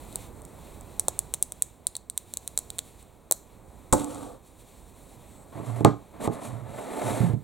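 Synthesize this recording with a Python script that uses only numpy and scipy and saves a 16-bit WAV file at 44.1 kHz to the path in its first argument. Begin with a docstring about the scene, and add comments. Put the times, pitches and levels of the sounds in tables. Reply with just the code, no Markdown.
"""A quiet room hums and hisses throughout, with soft rustles of skin and sleeves: filtered, wavering noise.
Fingernails pick at a plastic tub close to a small stereo microphone on a table: ticks, wall rings, thuds.
Scissors clatter down and are pushed aside: impulses excite decaying modes, and coloured noise scrapes.
After a thin squeak, small tubs slide and bump with drones, and one tub is set down with a knock.
Last a wide tub slides and judders to a stop; its stick-slip pulses make the tabletop boom."""
import sys
import numpy as np
from scipy import signal
from scipy.fft import rfft, irfft, next_fast_len
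from scipy.io import wavfile

SR = 44100
rng = np.random.default_rng(int(sys.argv[2]) if len(sys.argv) > 2 else 0)


def to_wav(s):
    """Save 16-bit WAV."""
    ch = np.atleast_2d(s).T  # columns
    pcm = np.round(np.clip(ch, -1, 1) * 32767)  # PCM
    wavfile.write(sys.argv[1], SR, pcm.astype(np.int16))


N = 327927
TIME = np.arange(N) / SR


def from_db(db):
    """Decibels to gain."""
    return 10 ** (np.asarray(db) / 20)


def convolve(x, response):
    """Pass a sound through an impulse response."""
    return signal.oaconvolve(x, response)[:len(x)]


def colour(x, spectrum, depth=1):
    """Causal (minimum-phase) filter that follows (f/Hz, level/dB) points, levels scaled by depth."""
    hz, db = np.transpose(spectrum)
    size = 4096
    grid = np.maximum(np.fft.rfftfreq(size, 1 / SR), 1)
    level_db = depth * np.interp(np.log(grid), np.log(hz), db)
    cepstrum = irfft(np.log(from_db(level_db)))
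    # folding the cepstrum forward makes the phase minimal
    cepstrum[1:size // 2] *= 2
    cepstrum[size // 2 + 1:] = 0
    return convolve(x, irfft(np.exp(rfft(cepstrum))))


def low_pass(x, hz):
    """Two-pole low-pass: softens a contact or darkens a sound."""
    sections = signal.butter(2, min(hz, SR / 2 - 1), fs=SR, output="sos")
    return signal.sosfilt(sections, x + 1e-18)


def resonance(x, hz, width_hz):
    """Two-pole band-pass with gain about 1 at its peak."""
    r = np.exp(-np.pi * width_hz / SR)
    feed = np.array([1, 0, -1]) * (1 - r * r) / 2
    feedback = [1, -2 * r * np.cos(2 * np.pi * hz / SR), r * r]
    return signal.lfilter(feed, feedback, x + 1e-18)


def rms_one(x):
    """Scale to rms 1."""
    return x / np.sqrt(np.mean(x ** 2) + 1e-20)


def drift(rate):
    """Random wander of rms 1, with `rate` new targets per second."""
    knots = rng.standard_normal(int(rate * N / SR) + 2)
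    return rms_one(np.interp(TIME * rate, np.arange(len(knots)), knots))


def noise(flicker_db, rate):
    """White noise whose strength flickers."""
    return rng.standard_normal(N) * from_db(flicker_db * drift(rate))


def impulse(db):
    """One click at the head of a short stretch of silence."""
    return from_db(db) * signal.unit_impulse(SR // 10)


def add(track, s, sound):
    """Mix a sound in at time s."""
    at = max(round(s * SR), 0)
    track[at:at + len(sound)] += sound[:N - at]


def held(start, end, attack_s, release_s):
    """Envelope that rises, holds until the end time and dies away."""
    rise = np.clip((TIME - start) / attack_s, 0, 1)
    return rise * np.exp(-np.clip((TIME - end) / release_s, 0, 20))


# left-minus-right level at the microphone ports, before depth: (f/Hz, level/dB)
PORT_DIFFERENCE = [(35, -9.5), (70, -11), (115, -13), (200, -8), (380, -7), (700, 0.5), (1290, 1.5),
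                   (4000, 0.5), (9000, 0), (16000, 5.5)]


def ports(x, depth):
    """Split to stereo: bass reaches the right port more strongly than the left."""
    left = colour(x, PORT_DIFFERENCE, depth / 2)
    right = colour(x, PORT_DIFFERENCE, -depth / 2)
    return np.array([left, right])


# course of the low room noise, before trim: (t/s, level/dB)
ROOM_NOISE_LEVEL = [(0.0, -47.5), (1.25, -50), (1.5, -55), (2.0, -58), (2.75, -53), (3.25, -57),
                    (3.8, -52.5), (4.45, -56.5), (5.4, -52), (6.05, -55)]
# spectrum of the low room noise: (f/Hz, level/dB)
RUMBLE_SPECTRUM = [(25, -3), (50, 9.5), (120, 2.5), (220, 0), (500, -2.5), (1000, -7), (1550, -20),
                   (2300, -23.5), (3200, -39.5), (7000, -32.5)]
# spectrum of the thin hiss: (f/Hz, level/dB)
AIR_SPECTRUM = [(1000, -15), (2500, 7.5), (4000, -0.5), (8000, -7.5), (12000, -4), (16000, -5)]


def background(rumble_db=2, hiss_db=-66, hiss_follows=.7, apart_db=-14):
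    """Low room noise and a thin hiss waver slowly together, nearly alike in both channels."""
    s, db = np.transpose(ROOM_NOISE_LEVEL)
    low_db = np.interp(TIME, s, db)
    rumble = rms_one(colour(noise(flicker_db=-0.02, rate=14), RUMBLE_SPECTRUM))
    # a weak noise of opposite sign in the two channels
    apart = rms_one(colour(rng.standard_normal(N), RUMBLE_SPECTRUM)) * np.array([[1], [-1]])
    low = ports(rumble, depth=0.81) + from_db(apart_db) * apart
    hiss = rms_one(colour(noise(flicker_db=2.75, rate=8.8), AIR_SPECTRUM))
    hiss_level_db = hiss_db + hiss_follows * (low_db - db.mean())
    return from_db(rumble_db + low_db) * low + from_db(hiss_level_db) * hiss


# skin and sleeves brush softly while the hands move: (start t/s, end t/s, level/dB before trim)
HAND_RUSTLES = [(-0.1, 0.27, -54), (0.3, 1.667, -60.5), (2.12, 3.023, -57.5), (3.62, 3.913, -67),
                (4.402, 5.152, -58.5), (5.137, 5.543, -62)]
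# spectrum of the brushing: (f/Hz, level/dB)
BRUSH_SPECTRUM = [(1000, -17), (2500, 4), (4000, -1.5), (8000, -3.5), (11000, -2), (16000, -6.5)]
# a fingertip squeaks faintly on a lid: (start t/s, end t/s, level/dB)
LID_SQUEAKS = [(5.24, 5.43, -72)]
RUSTLE_ATTACK_S, RUSTLE_RELEASE_S = 0.068, 0.016
SQUEAK_HZ, SQUEAK_WIDTH_HZ = 8000, 800   # width of each of two passes


def hands(rustle_db=-5):
    """Skin and cloth make wavering, coloured noise; the squeak is noise through a narrow resonance."""
    motion = sum(from_db(db + rustle_db) * held(start, end, RUSTLE_ATTACK_S, RUSTLE_RELEASE_S)
                 for start, end, db in HAND_RUSTLES)
    rustle = motion * rms_one(colour(noise(flicker_db=2.0, rate=28), BRUSH_SPECTRUM))
    grip = sum(from_db(db) * held(start, end, RUSTLE_ATTACK_S, RUSTLE_RELEASE_S)
               for start, end, db in LID_SQUEAKS)
    squeak = resonance(rng.standard_normal(N), SQUEAK_HZ, SQUEAK_WIDTH_HZ)
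    squeak = resonance(squeak, SQUEAK_HZ, SQUEAK_WIDTH_HZ)
    return rustle + grip * rms_one(squeak)


def tick(db, hz, width_hz=2300, rim_hz=3900, rim_width_hz=700, rim_db=-15):
    """A hard contact rings for a few cycles in the treble, with a randomly varied lower partner."""
    detune, strength = rng.standard_normal(2)
    rim_hit = impulse(db + rim_db + 3.4 * strength)
    rim = resonance(rim_hit, rim_hz * (1 + 0.075 * detune), rim_width_hz)
    return resonance(impulse(db), hz, width_hz) + rim


# spectrum of the plastic wall's scattered ring: (f/Hz, level/dB)
SHELL_SPECTRUM = [(1000, -17.5), (2500, -17), (4000, -3.5), (6500, -0.5), (8500, -2.5), (12000, 0.5),
                  (16000, -7)]


def shell(db, t60):
    """The thin plastic wall scatters a blow into a brief dense ring, new at every touch."""
    t = TIME[:SR // 10]
    ring = colour(rng.standard_normal(len(t)) * from_db(-60 * t / t60), SHELL_SPECTRUM)
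    return from_db(db) * ring / np.linalg.norm(ring)


# nail on the tub, levels before trim: (t/s, click level/dB, ring f/Hz, rim level/dB re click,
# nail overtone level/dB re click, wall thud level/dB)
NAIL_TAPS = [(0.127, -21, 8000, 5, -12, -27), (0.1577, 1, 8900, -16, -8, -8.5),
             (0.419, -22, 8900, -15, -7, -27), (0.4515, -18.5, 8510, -8, -2, -20),
             (0.8103, -19.5, 7930, -9, -9, -16), (0.9964, 11, 9500, -36, -22, -11),
             (1.0833, 9.5, 8200, -6.5, -23, 11.5), (1.1912, 7.5, 9200, -13, -12, -10),
             (1.339, 8, 8850, -4.5, -20, -4.5), (1.3443, -3, 8550, -6, -15, -12),
             (1.4261, 11.5, 9200, -19, -14, -8.5), (1.5214, -3.5, 8600, -6.5, -18, -9),
             (1.6224, 11, 8980, -19, -15, -13.5), (1.869, 11, 9570, -29, -21, -13.5),
             (1.9533, -8.5, 7800, -1.5, -20, -13.5), (1.9665, -1, 8730, -13, -19, -16),
             (2.099, 0, 8600, -9, -19, -34), (2.177, 4.5, 8950, -13.5, -6.5, -14),
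             (2.338, -2.5, 7900, -4, -14, -12.5), (2.3718, 0.5, 7400, -8, -6, -12),
             (2.4768, -0.5, 9240, -5, -11, -23), (2.5762, 7, 7460, -7.5, -6, -4),
             (2.5894, 2.5, 9800, -20, -13, -9.5), (2.7032, -5.5, 8200, -3, -8, -15.5),
             (2.7849, -1, 9050, -7.5, -14, -12.5), (2.7903, 2, 7300, -4, -9, -12),
             (3.0274, -25, 8700, -15, -9, -23), (3.312, 12, 7160, -38, -0.5, 9),
             (3.323, 11, 8850, -24, -1, 0.5)]
# spectrum of the wall thud: (f/Hz, level/dB)
WALL_SPECTRUM = [(60, -23), (250, -9), (560, 6.5), (950, 2), (1400, -10.5), (2200, -41.5), (6000, -55.5)]


def nails(click_db=-1.5, thud_db=-1, ring_db=-21, crack_db=-16, ring_share=0.16):
    """Each nail tap ticks sharply and thuds in the tub; more thud against click also rings the wall more."""
    out = np.zeros(N)
    for s, db, hz, rim_db, overtone_db, wall_db in NAIL_TAPS:
        click = tick(db + click_db, hz, width_hz=1600, rim_db=rim_db, rim_width_hz=720)
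        ring = shell(db + ring_db + ring_share * (wall_db - db), t60=0.047)
        crack = shell(db + crack_db, t60=0.008)
        overtone = resonance(impulse(db + overtone_db), 12300, 2300)
        thud = colour(impulse(wall_db + thud_db), WALL_SPECTRUM)
        add(out, s, click + ring + crack + overtone + thud)
    return out


# the crowd of weaker modes in a struck body: (f/Hz, level/dB)
CROWD_SPECTRUM = [(50, -13.5), (130, 13.5), (400, 6), (900, -5), (1250, -11), (1700, -17), (3000, -31),
                  (6000, -19), (16000, -23.5)]


def body(modes, crowd_db, crowd_t60, lowest_hz=65):
    """Impulse response of a struck body: clear modes over a crowd of weak ones, with little deep bass."""
    t = TIME[:SR // 2]
    clear = sum((-1) ** k * from_db(db - 60 * t / t60) * np.sin(2 * np.pi * hz * t)
                for k, (hz, db, t60) in enumerate(modes))
    crowd = rms_one(colour(rng.standard_normal(len(t)), CROWD_SPECTRUM))
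    crowd = crowd * from_db(crowd_db - 60 * t / crowd_t60)
    return signal.sosfilt(signal.butter(2, lowest_hz, "high", fs=SR, output="sos"), clear + crowd)


SPEED_WOBBLE, WOBBLE_PER_S = 0.12, 30   # wobble is the rms of log speed


def speed(start, fastest, rest):
    """Speed of one push, about 1 at its fastest; a hand never pushes quite evenly."""
    even = np.interp(TIME, [start, fastest, rest], [0, 1, 0])
    return even * np.exp(SPEED_WOBBLE * drift(WOBBLE_PER_S))


def friction_gains(pushes, scrape_power, hiss_power):
    """Scrape and hiss each grow as a power of speed, the hiss more steeply: fast sliding is brighter."""
    scrape, hiss = np.zeros(N), np.zeros(N)
    for start, fastest, rest, scrape_db, hiss_db in pushes:
        pace = speed(start, fastest, rest)
        moving = pace > 0
        # overlapping pushes add in power
        scrape[moving] += (from_db(scrape_db) * pace[moving] ** scrape_power) ** 2
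        hiss[moving] += (from_db(hiss_db) * pace[moving] ** hiss_power) ** 2
    return np.sqrt(scrape), np.sqrt(hiss)


# spectrum of friction hiss: (f/Hz, level/dB)
HISS_SPECTRUM = [(1000, -21), (2500, 6), (4000, -1.5), (8000, -2.5), (11000, 0.5), (16000, -17)]


def grit(per_s, spread_db, smooth_db, patchy_db, patches_per_s=45):
    """Friction hiss: random snags of uneven size over a smooth bed, in rougher and smoother patches."""
    sizes = from_db(spread_db * np.minimum(rng.exponential(1, N), 3)) * rng.choice([-1, 1], N)
    snags = rms_one(sizes * (rng.random(N) < per_s / SR))
    bed = from_db(smooth_db) * rng.standard_normal(N)
    patches = from_db(patchy_db * drift(patches_per_s))
    return rms_one(patches * colour(snags + bed, HISS_SPECTRUM))


# scissors meeting the table: (t/s, blow level/dB, thump level/dB before trim, tick level/dB)
SCISSOR_CONTACTS = [(3.9264, -4, -2.5, 5), (3.929, 5.5, -5.5, 3.5), (3.9346, -25, -24, 5),
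                    (3.938, -21, -14, -2), (3.946, -29, -24, -24), (3.968, -17, -19, -27),
                    (3.9977, -25, -25, -19), (4.008, -16.5, -22, -20), (4.0359, -18, -52, -26),
                    (4.045, -34, -50, -10.5), (4.147, -29, -57, -19)]
# ringing of the struck scissors: (f/Hz, level/dB, t60/s)
SCISSOR_RING_MODES = [(123.5, -26, 0.17), (259, -17, 0.052), (293.7, -27.5, 0.28), (521, -20.5, 0.16),
                      (590, -23.5, 0.14), (752, -26, 0.086), (863, -22.5, 0.11), (1000, -13.5, 0.023),
                      (1130, -28, 0.03), (1272, -25, 0.064), (1490, -38.5, 0.062)]
# pushes gather speed, then slow to rest, levels before trim:
# (start t/s, fastest t/s, rest t/s, scrape level/dB, hiss level/dB)
SCISSOR_PUSHES = [(3.945, 3.995, 4.06, -37.5, -40), (4.0, 4.14, 4.386, -39, -47.5)]
# spectrum of the blade scrape: (f/Hz, level/dB)
BLADE_SPECTRUM = [(25, -32.5), (70, -3.5), (200, -2), (800, -8), (1250, -10.5), (1700, -22.5), (2300, -34),
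                  (3000, -24), (6000, -29)]
# resonances that ring in the scrape: (f/Hz, width f/Hz, level/dB)
BLADE_RESONANCES = [(293, 11, 16.5), (503, 39, 13.5), (735, 76, 9), (1126, 51, 2)]


def scissors(thump_hz=130, thump_db=29, scrape_db=1, hiss_db=-5):
    """The scissors land in several quick contacts, then ring faintly as they are pushed along."""
    blows, direct = np.zeros(N), np.zeros(N)
    for s, db, weight_db, tick_db in SCISSOR_CONTACTS:
        add(blows, s, impulse(db))
        thump = low_pass(impulse(weight_db + thump_db), thump_hz)
        add(direct, s, tick(tick_db, hz=7700, width_hz=3400) - thump)
    clatter = convolve(blows, body(SCISSOR_RING_MODES, crowd_db=-20.5, crowd_t60=0.14))
    friction = colour(noise(flicker_db=1.0, rate=110), BLADE_SPECTRUM)
    ringing = friction + sum(from_db(db) * resonance(friction, hz, width)
                             for hz, width, db in BLADE_RESONANCES)
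    scrape_gain, hiss_gain = friction_gains(SCISSOR_PUSHES, scrape_power=0.53, hiss_power=1.0)
    scrape = from_db(scrape_db) * scrape_gain * rms_one(ringing)
    fine = grit(per_s=780, spread_db=3.5, smooth_db=-1.0, patchy_db=0.1)
    return clatter + direct + scrape + from_db(hiss_db) * hiss_gain * fine


# modes of the booming tabletop: (f/Hz, level/dB, t60/s)
TABLETOP_MODES = [(115.8, -16, 0.21), (182.3, -23, 0.24), (291, -18.5, 0.22), (416.3, -15, 0.14),
                  (480, -48, 0.1), (601, -28, 0.054), (708, -5.5, 0.024), (852, -14, 0.068),
                  (1059, -15.5, 0.07), (1230, -17.5, 0.068), (1510.3, -31, 0.062)]


def tabletop():
    """Impulse response of the table: low modes ring longest, over a crowd of weaker ones."""
    return body(TABLETOP_MODES, crowd_db=-11, crowd_t60=0.15)


def rub(gains, spectrum, table, scrape_db, table_db, hiss_db):
    """Plastic rubs over the tabletop: a hollow scrape that also stirs the table modes, and a fine hiss."""
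    scrape_gain, hiss_gain = gains
    friction = rms_one(colour(noise(flicker_db=1.8, rate=110), spectrum))
    stirred = rms_one(convolve(friction, table))
    hollow = rms_one(friction + from_db(table_db) * stirred)
    hiss = grit(per_s=6000, spread_db=8, smooth_db=1.0, patchy_db=.6)
    return from_db(scrape_db) * scrape_gain * hollow + from_db(hiss_db) * hiss_gain * hiss


# pushes of the small tubs, then of the wide tub, levels before trim:
# (start t/s, fastest t/s, rest t/s, scrape level/dB, hiss level/dB)
SMALL_TUB_PUSHES = [(5.52, 5.575, 5.67, -41.5, -55.5), (5.615, 5.665, 5.8, -42.5, -48),
                    (5.68, 5.785, 5.85, -43, -51.5), (6.125, 6.16, 6.23, -47, -71),
                    (6.197, 6.247, 6.28, -32.5, -36.5), (6.3, 6.335, 6.43, -39.5, -50),
                    (6.36, 6.455, 6.52, -38, -43), (6.47, 6.5, 6.7, -45.5, -56)]
WIDE_TUB_PUSHES = [(6.63, 6.84, 7.014, -38.5, -51), (6.84, 7.11, 7.355, -32.5, -41)]
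# scrape spectra of the small tubs and the wide tub: (f/Hz, level/dB)
SMALL_TUB_SPECTRUM = [(25, -51), (60, -24), (130, -8), (250, 3), (550, -1.5), (740, 2), (900, -4.5),
                      (1100, -2.5), (1500, -15.5), (2200, -16.5), (3000, -23.5), (6000, -41)]
WIDE_TUB_SPECTRUM = [(25, -42), (60, -30), (130, -15), (210, -3), (420, 0.5), (550, -2.5), (700, 1.5),
                     (1000, -8.5), (1550, -16), (2200, -18), (3000, -24), (6000, -38.5)]
# slow sliding sets the table droning: (start t/s, end t/s, level/dB before trim)
TABLE_DRONES = [(5.66, 5.786, -36), (6.464, 6.732, -43.5), (7.031, 7.15, -36.5)]
DRONE_ATTACK_S, DRONE_RELEASE_S = 0.021, 0.041


def tub_slides(table, drone_db=-0.5, drone_hz=116, drone_width_hz=24):
    """Sliding tubs scrape, and their chatter keeps the lowest table mode droning unevenly."""
    small_gains = friction_gains(SMALL_TUB_PUSHES, scrape_power=0.54, hiss_power=1.07)
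    small = rub(small_gains, SMALL_TUB_SPECTRUM, table, scrape_db=1.5, table_db=-10, hiss_db=-5.5)
    wide_gains = friction_gains(WIDE_TUB_PUSHES, scrape_power=0.55, hiss_power=1.03)
    wide = rub(wide_gains, WIDE_TUB_SPECTRUM, table, scrape_db=1.5, table_db=-17, hiss_db=-3.5)
    drone = resonance(rng.standard_normal(N), drone_hz, drone_width_hz)
    drone = resonance(drone, drone_hz, drone_width_hz)
    limited = np.tanh(2 * rms_one(drone))   # friction limits the swing
    drone = rms_one(resonance(limited, drone_hz, 50))
    swing = sum(from_db(db + drone_db) * held(start, end, DRONE_ATTACK_S, DRONE_RELEASE_S)
                for start, end, db in TABLE_DRONES)
    return small + wide + swing * drone


# stick-slip bursts of the wide tub: (start t/s, end t/s, slip rate name, level/dB before trim)
JUDDER_BURSTS = [(7.2, 7.24, "low", -15), (7.228, 7.277, "high", -12.5), (7.289, 7.306, "low", -15),
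                 (7.331, 7.355, "low", -20)]
# slip rates lie close to the two lowest table modes: name to mean f/Hz
SLIP_RATES = {"low": 117, "high": 177}
JUDDER_ATTACK_S, JUDDER_RELEASE_S = 0.0095, 0.0094


def judder(slip_hz=260, slip_db=-5, groan_db=-9, overtone_db=-14, unevenness=0.023):
    """The wide tub judders to a stop: each slip pushes the table, and the top groans at the slip rate."""
    slips, groan = np.zeros(N), np.zeros(N)
    clock = np.cumsum(1 + unevenness * drift(90)) / SR   # runs unevenly, so the slip rate wavers
    for start, end, mode, db in JUDDER_BURSTS:
        turns = SLIP_RATES[mode] * (clock - np.interp(start, TIME, clock))
        strength = from_db(db) * held(start, end, JUDDER_ATTACK_S, JUDDER_RELEASE_S)
        slips += np.diff(np.floor(turns), prepend=0) * strength   # one pulse per turn
        phase = 2 * np.pi * turns
        groan += strength * (np.sin(phase) + from_db(overtone_db) * np.sin(2 * phase))
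    return from_db(slip_db) * low_pass(slips, slip_hz), from_db(groan_db) * groan


# tubs meeting the table: (t/s, blow level/dB, contact cut-off f/Hz, tick level/dB)
TUB_CONTACTS = [(5.554, -20.5, 202, -47), (5.598, -21, 400, -40), (5.807, -10, 417, -29),
                (5.835, -42, 911.6, -61), (5.848, 2.5, 2630, -5), (6.275, -9.5, 890, -26.5),
                (6.286, -16, 300, -42), (6.298, -22, 160, -48), (6.529, -17.5, 150, -47),
                (6.599, -26, 140, -53), (6.688, -21.5, 150, -50), (7.203, -4, 179, -29),
                (7.334, -4, 139, -36)]


def tub_bumps(table):
    """Tubs land, jolt and judder: softened blows and slips drive the table modes, with ticks on top."""
    force, ticks = np.zeros(N), np.zeros(N)
    for s, db, contact_hz, tick_db in TUB_CONTACTS:
        add(force, s, low_pass(impulse(db), contact_hz))
        contact = tick(tick_db, hz=7260, width_hz=6400, rim_hz=2700, rim_width_hz=1400, rim_db=12.5)
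        add(ticks, s, contact)
    slips, groan = judder()
    return convolve(force + slips, table) + groan + ticks


# spectrum of the room tails: (f/Hz, level/dB)
ROOM_SPECTRUM = [(100, 0), (1000, 4), (3000, 2.5), (5500, 4), (7000, 3), (8700, -5.5), (12000, -2.5),
                 (16000, -2.5)]


def room(x, apart, t60, build_s=0.0029):
    """A short diffuse tail that builds up, then decays, partly shared by the two close ports."""
    t = TIME[:SR // 2]
    envelope = from_db(-60 * t / t60) * (1 - np.exp(-t / build_s))
    shared, left, right = rng.standard_normal((3, len(t))) * envelope
    tails = [shared + apart * own for own in (left, right)]
    return np.array([convolve(side, colour(tail / np.linalg.norm(tail), ROOM_SPECTRUM))
                     for side, tail in zip(x, tails)])


def left_leads(pair, phases, depth):
    """Turn the phase between the two ports, following (f/Hz, lead/rad) points scaled by depth."""
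    hz, radians = np.transpose(phases)
    size = next_fast_len(N)
    lead = depth * np.interp(np.fft.rfftfreq(size, 1 / SR), hz, radians)
    turn = np.exp(1j * lead * np.array([[.5], [-.5]]))
    return irfft(rfft(pair, size) * turn, size)[:, :N]


# the top treble of close sounds reaches the left port first: (f/Hz, lead/rad before depth)
TREBLE_LEFT_LEAD = [(8800, 0), (10300, 0.66), (12700, 1.4), (16000, 1.1)]
# bass from the table reaches the left port first: (f/Hz, lead/rad before depth)
BASS_LEFT_LEAD = [(0, 0), (110, .3), (190, .7), (400, 0.18), (1100, 0.26), (2200, 0)]
ROOM_T60_S, ROOM_DB = 0.31, -22   # ROOM_DB sends the nail taps to the room


def scene(table_room_db=-17, near_walls_db=-13):
    """Nail taps and table sounds share one room; hand rustle and background are mixed in dry."""
    noises = background()
    rustles = ports(hands(), depth=.6)
    taps = left_leads(ports(nails(), depth=0.75), TREBLE_LEFT_LEAD, depth=0.83)
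    taps = taps * from_db([[-.6], [.6]])   # a little louder on the right
    blades = left_leads(ports(scissors(), depth=0.98), TREBLE_LEFT_LEAD, depth=0.98)
    table = tabletop()
    tubs = ports(tub_slides(table) + tub_bumps(table), depth=0.95)
    on_table = left_leads(tubs + blades, BASS_LEFT_LEAD, depth=1.1)
    sends = from_db(ROOM_DB) * taps + from_db(table_room_db) * on_table
    tails = room(sends, apart=0.18, t60=ROOM_T60_S)
    # the wide top radiates from all around the ports
    early = room(low_pass(on_table, 1900), apart=2.05, t60=0.087)
    return on_table + taps + tails + from_db(near_walls_db) * early + rustles + noises


# microphone colour: (f/Hz, level/dB)
MICROPHONE_COLOUR = [(2200, -0.5), (2900, -5.5), (3900, 4.5), (4450, 0.5), (5000, -7), (5600, -1),
                     (6500, 2), (7800, 9), (9500, 5), (12000, 0), (16000, 1)]
CUTOFF_HZ = 16000


def record(dry):
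    """The microphone has a notch and a bright peak in the treble; peaks clip and the top is cut."""
    bright = np.clip([colour(side, MICROPHONE_COLOUR) for side in dry], -1, 1)
    top_cut = signal.ellip(10, .1, 80, CUTOFF_HZ, fs=SR, output="sos")
    return signal.sosfilt(top_cut, bright)


dry = scene()
out = record(dry)
to_wav(out)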